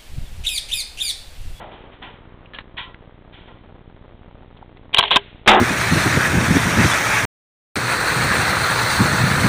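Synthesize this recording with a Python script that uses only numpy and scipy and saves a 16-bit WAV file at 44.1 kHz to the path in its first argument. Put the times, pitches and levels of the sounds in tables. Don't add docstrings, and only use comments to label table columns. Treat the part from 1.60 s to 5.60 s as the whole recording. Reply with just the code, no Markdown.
import sys
import numpy as np
from scipy import signal
from scipy.fft import rfft, irfft
from scipy.io import wavfile
from scipy.ndimage import uniform_filter1d

SR = 44100
rng = np.random.default_rng(int(sys.argv[2]) if len(sys.argv) > 2 else 0)


def digitize_waveform(pressure):
    field = np.atleast_2d(pressure).T
    bounded = np.clip(field, -1, 1)
    quanta = np.round(bounded * 32767).astype(np.int16)
    wavfile.write(sys.argv[1], SR, quanta)


N = 176400
T = np.arange(N) / SR

# frequency in Hz, level in dB compared with the other rows.
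AIR_TONE = [(20, 13.5), (100, -11), (300, 8.5), (800, 0.5), (1400, -7.5), (2000, -4), (2600, -9),
            (3200, -6), (3800, -9.5), (4500, -23)]
REPORT_TONE = [(150, -24), (550, -17), (850, -5.5), (1200, -14.5), (1530, -7.5), (1850, -8), (2180, -9.5),
               (2400, -4.5), (2650, -8.5), (3150, -2.5), (3700, -8), (4500, -25.5)]
ECHO_TONE = [(200, -8.5), (600, -3), (1300, -2.5), (2200, 2.5), (3300, 4), (3900, -0.5), (4500, -13)]
RUB_TONE = [(100, 0), (350, -9), (600, 9), (1080, 8), (1400, -15), (2000, 9.5), (2700, 8.5), (3300, 16),
            (3800, 6), (4500, -9)]
CRACK_TONE = [(100, -20), (450, 0), (1000, -16), (1500, 0.5), (2050, 0.5), (2650, 6), (3200, 7.5),
              (3800, 1), (4500, 2)]
HAMMER_TONE = [(100, -10), (400, 10.5), (900, 5.5), (2000, -4), (3500, 1), (4500, -14)]
MUZZLE_TONE = [(500, -14), (1400, -1.5), (2300, 0.5), (3000, -2.5), (3800, -4), (4500, -17)]

# frequency in Hz, relative level in dB, seconds to fade by 60 dB.
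ROLL_BANDS = [(100, -4, 2.1), (300, 8, 4.3), (810, 16, 0.78), (1300, -3, 8.4), (3230, -10, 4.7),
              (4500, -18, 2.4)]
BLAST_BANDS = [(40.5, -5, 0.26), (150, -18.5, 0.76), (230, -6.5, 1.7), (544, -4.5, 3.2), (845, 0.5, 2),
               (1330, -3, 1.1), (2160, -2.5, 0.42), (3720, 1.5, 0.27), (4500, -23, .18)]

# pitch in Hz, relative level in dB, seconds to fade by 60 dB.
STEEL_NOTES = [(2510, -6.5, 0.0085), (2549, 0, 0.024), (2952, -3.5, 0.033), (3215, -14, 0.034),
               (3497, 1, 0.02), (3813, 7, 0.015)]
STOCK_NOTES = [(407, -15.5, 0.25), (542, 4, 0.015), (690, 1, 0.06), (851, 3.5, 0.057), (958, -0.5, .05),
               (1303, 5, 0.028), (1600, 6, 0.039)]
TIMBER_NOTES = [(209.2, -16, 0.52), (367.6, -22.5, 6.2), (741, -20, 1.3), (771, -14, 1.5),
                (815, -16.5, 1.2), (875, -11.5, 0.51), (899, -9, 0.23), (1188, -19, 0.81), (1286, -16, 1.2),
                (1645, -20.5, 1.2), (2007, -21.5, 0.77)]

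# delay in seconds, strength with a sign,
# then rise, decay and timing scatter, all in seconds.
MOTOR_TICKS = [(.0072, -.068, .0011, .0018, .001), (.012, .012, .002, .004, .002),
               (.0212, .015, .0003, .0018, .0014), (.0406, -.022, .0002, .0012, .0003),
               (.0549, .029, .0002, .0014, .00015)]
# start in seconds, level in dB, rise and decay in seconds,
# tilt toward the treble in dB per octave.
FAR_REPORTS = [(0, -39, 0.0085, 0.069, -6), (.112, -47.5, 0.0074, 0.12, 0), (0.313, -48, 0.022, 0.032, -1),
               (.418, -34.5, 0.0093, 0.062, -3.5), (1.168, -27, 0.015, 0.04, 3),
               (1.722, -45.5, 0.016, 0.13, 0.5), (1.872, -42, 0.0051, 0.029, -6.5)]
# pitch in Hz, width in Hz, relative level in dB.
REPORT_RESONANCES = [(1015, 86, 0.5), (1380, 26, 2), (1942, 37, 0), (3070, 24, -7)]
# start in seconds, level in dB, decay in seconds, centre of the bright band
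# in Hz, its width in octaves, level of the broad noise under it in dB compared with that band.
HANDLING_CLICKS = [(.858, -42, 0.0056, 2610, 0.39, -28), (.935, -33.5, 0.016, 1694, 0.048, -23),
                   (.946, -29.5, 0.0052, 3060, 0.16, -18), (0.96, -41, 0.025, 2900, 0.24, 8),
                   (0.9859, -22, 0.0024, 1810, 0.24, -8), (0.9888, -29, 0.0047, 1850, 0.3, -10),
                   (1.005, -38.5, 0.0071, 1660, 0.25, -3), (1.344, -32, 0.0013, 1850, 0.28, -19.5),
                   (2.969, -48, 0.0099, 3300, .3, 3), (3.171, -41.5, 0.003, 2200, 0.44, -5),
                   (3.025, -32.5, 0.0028, 890, 0.37, -35)]
# time in seconds, level in dB.
RUB_LEVELS = [(3.33, -34), (3.35, -29), (3.39, -23), (3.42, -33.5), (3.45, -25), (3.472, -30),
              (3.50, -35.5), (3.515, -23), (3.565, -20.5), (3.60, -42)]
# start in seconds, steel level in dB, ping in Hz, stock level in dB.
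SLIDE_BLOWS = [(3.338, -15, 3240, -29), (3.3443, -4.5, 3134, -18), (3.3646, -12.5, 2860, -36),
               (3.3709, -8.5, 3340, -19), (3.3824, -2, 3880, -20), (3.3859, -6.5, 3320, -5),
               (3.3893, -2.5, 3183, -12), (3.394, -8, 3337, -6.5), (3.4041, -14.5, 3055, -21.5),
               (3.4087, -9, 3040, -26), (3.4263, -9.5, 3180, -15.5), (3.4363, -12, 3330, -14.5),
               (3.453, -19, 3160, -30), (3.4792, -19.5, 3260, -34.5), (3.5069, -12.5, 3335, -26),
               (3.5112, -9, 3395, -11), (3.5156, -9.5, 3670, -16), (3.519, -11, 3100, -17),
               (3.525, -10.5, 3180, -34), (3.5304, -10, 3300, -23), (3.5382, -15, 3550, -27),
               (3.542, -12, 3410, -27), (3.5473, -21, 3220, -22), (3.552, -18, 3070, -16),
               (3.5583, -2, 3658, -11.5), (3.5625, -3.5, 2580, -6), (3.5677, -4.5, 3213, -8)]
# start in seconds, level in dB, pitch in Hz.
SLIDE_STOPS = [(3.3879, -15, 170), (3.5613, -11.5, 243)]


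def amp(db):
    return 10 ** (np.asarray(db) / 20)


def unit(x):
    return x / np.sqrt(np.mean(x ** 2) + 1e-20)


def add(mix, start_s, sound):
    part = mix[max(round(start_s * SR), 0):][:len(sound)]
    part += sound[:len(part)]


def level_at(tone, hz):
    columns = np.transpose(tone)
    return np.interp(np.log(hz + 1), np.log(columns[0] + 1), columns[1])


def dull(tone):
    return list(tone) + [(5500, -70, *tone[-1][2:])]


def noise(tone, size=N):
    hz = np.fft.rfftfreq(size, 1 / SR)
    phases = np.exp(2j * np.pi * rng.random(len(hz)))
    return unit(irfft(amp(level_at(dull(tone), hz)) * phases, size))


def fading_noise(bands, size=N):
    hz, spectrum = np.fft.rfftfreq(size, 1 / SR), rfft(noise(bands, size))
    centres, _, fades = np.transpose(dull(bands))
    out = np.zeros(size)
    for fade_s, this_band in zip(fades, np.eye(len(centres))):
        share = np.interp(np.log(hz + 1), np.log(centres), this_band)
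        out += irfft(spectrum * share, size) * amp(-60 * T[:size] / fade_s)
    return out


def ring(notes, detune=0, size=8192):
    t, draws = T[:size], rng.uniform(-1, 1, (len(notes), 2))
    return sum(amp(db - 60 * t / fade_s) * np.sin(2 * np.pi * hz * (1 + detune * shift) * t + np.pi * phase)
               for (hz, db, fade_s), (shift, phase) in zip(notes, draws))


def ping(hz, peak_s):
    t = T[:8192]
    swell = (t / peak_s * np.exp(1 - t / peak_s)) ** 2
    return swell * np.sin(2 * np.pi * (hz * t + rng.random()))


def strike(x):
    return .5 * x / np.sqrt(np.sum(x ** 2) / 220)


def burst(t, rise_s, decay_s):
    return np.minimum(t / rise_s, 1) * np.exp(-np.maximum(t - rise_s, 0) / decay_s)


def air():
    return amp(-54.5) * noise(AIR_TONE)


def camera_motor(turn_hz=14.97, spread_db=1.3, strays_per_s=55, busiest_s=.03, busy_width_s=.014):
    out, t = np.zeros(N), T[:1500]
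    for turn in np.arange(0, N / SR, 1 / turn_hz):
        for delay, strength, rise, decay, scatter in MOTOR_TICKS:
            late, loud = rng.standard_normal(2)
            tick = (1 - np.exp(-t / rise)) * np.exp(-t / decay)
            add(out, turn + delay + scatter * late, strength * amp(spread_db * loud) * tick)
    busy = np.exp(-.5 * ((T % (1 / turn_hz) - busiest_s) / busy_width_s) ** 2)
    chance = busy / busy.mean() * strays_per_s / SR
    strays = (rng.random(N) < chance) * rng.choice([-1, 1], N)
    stray_tick = (1 - np.exp(-t / .0001)) / (1 + (t / .00052) ** 4)
    return out + .02 * signal.fftconvolve(strays, stray_tick)[:N]


def earlier_shot():
    out = amp(-38.5) * fading_noise(ROLL_BANDS)
    add(out, 0, amp(-34.5) * ring(TIMBER_NOTES, size=SR))
    return out


def far_reports():
    out, t, hz = np.zeros(N), T[:SR], np.geomspace(100, 4600, 900)
    ring_power = sum(amp(db) ** 2 / (1 + 2 * ((hz - pitch) / width) ** 2) ** 2
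                     for pitch, width, db in REPORT_RESONANCES)
    ring_tone = list(zip(hz, 10 * np.log10(ring_power)))
    for start, db, rise, decay, tilt in FAR_REPORTS:
        tilted_db = level_at(REPORT_TONE, hz) + tilt * np.log2(hz / hz.mean())
        crack = noise(list(zip(hz, tilted_db)), SR) * burst(t, rise, decay)
        ringing = amp(-9) * noise(ring_tone, SR) * burst(t, rise_s=.022, decay_s=.07)
        add(out, start, amp(db) * (crack + ringing))
    return out


def outdoor_echo(sound, rise_s=.024, fade_s=.85):
    tail = (np.minimum(T[:SR] / rise_s, 1) * amp(-60 * T[:SR] / fade_s)) ** 2
    power = signal.fftconvolve(sound ** 2, tail / tail.sum())[:N]
    return amp(-30.5) * noise(ECHO_TONE) * np.sqrt(abs(power))


def handling(top_hz=4100):
    out, hz = np.zeros(N), np.geomspace(128, 4700, 200)
    treble_cut = 1 / np.hypot(1, (hz / top_hz) ** 10)
    for start, db, decay, centre, width, body_db in HANDLING_CLICKS:
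        bright = 1 / (1 + (np.log2(hz / centre) / width) ** 2) ** 2
        tone_db = 20 * np.log10(treble_cut * (amp(body_db) + bright))
        fade = burst(T[:4096], rise_s=.0012, decay_s=decay)
        click = noise(list(zip(hz, tone_db)), len(fade)) * fade
        add(out, start, amp(db) * click * np.linalg.norm(fade) / np.linalg.norm(click))
    return out


def slide_clacks(rise_s=.0028, crack_s=.0017):
    out, t = np.zeros(N), T[:8192]
    swell = 1 - np.exp(-(t / rise_s) ** 2)
    for start, steel_db, ping_hz, stock_db in SLIDE_BLOWS:
        crack = amp(-3) * strike(noise(CRACK_TONE, len(t)) * swell * np.exp(-t / crack_s))
        steel = ping(ping_hz, peak_s=.0018) + crack
        steel += amp(-6.5) * strike(ring(STEEL_NOTES, detune=.043) * swell)
        stock = ping(hz=1035, peak_s=.0022)
        stock += amp(-1.5) * strike(ring(STOCK_NOTES, detune=.02) * swell)
        add(out, start, amp(steel_db) * steel + amp(stock_db) * stock)
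    for start, db, hz in SLIDE_STOPS:
        add(out, start, amp(db) * ping(hz, peak_s=.0018))
    return out


def slide_rub(grain_db=2.5):
    flicker = unit(uniform_filter1d(rng.standard_normal(N), size=90))
    grain = unit(amp(grain_db * flicker))
    level_db = np.interp(T, *np.transpose(RUB_LEVELS), left=-np.inf, right=-np.inf)
    return noise(RUB_TONE) * grain * amp(level_db)


def shot(hammer_at_s=3.8615, fire_at_s=3.8762, push_hz=400.5):
    out, t = np.zeros(N), np.arange(0, fire_at_s - hammer_at_s, 1 / SR)
    hammer = amp(-24) * noise(HAMMER_TONE)[:len(t)]
    push = amp(-9.5) * np.exp((t - t[-1]) / .0037) * np.sin(2 * np.pi * push_hz * t)
    add(out, hammer_at_s, hammer + push)
    muzzle_crack = amp(-5) * noise(MUZZLE_TONE) * np.exp(-T / .018)
    add(out, fire_at_s, muzzle_crack)
    timber = ring(TIMBER_NOTES) * np.minimum(T[:8192] / .015, 1)
    blast = amp(-5) * fading_noise(BLAST_BANDS, len(timber))
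    add(out, fire_at_s, blast + timber)
    return out


def scene():
    gun = slide_clacks() + slide_rub() + shot()
    mix = gun + outdoor_echo(gun) + handling() + earlier_shot() + far_reports() + camera_motor() + air()
    return mix[None]


def record(dry, mic_hz=3980, edge_hz=4520, clip_at=.73, rounding_hz=8500, top_hz=16000):
    x = signal.sosfilt(signal.butter(1, 10, "high", fs=SR, output="sos"), dry)
    hz = np.fft.rfftfreq(2 * N, 1 / SR)
    treble_cut = 1 / np.sqrt(1 + (hz / mic_hz) ** 24) / np.sqrt(1 + (hz / edge_hz) ** 120)
    muffled = irfft(rfft(x, 2 * N) * treble_cut)[:, :N]
    clipped = muffled / (1 + abs(muffled / clip_at) ** 18) ** (1 / 18)
    smoothing = np.exp(-2 * np.pi * rounding_hz / SR)
    rounded = signal.lfilter([1 - smoothing], [1, -smoothing], clipped)
    band_limit = signal.firwin(255, top_hz, window=("kaiser", 9), fs=SR)
    return signal.oaconvolve(rounded, band_limit[None], "same")


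dry = scene()
out = record(dry)
digitize_waveform(out)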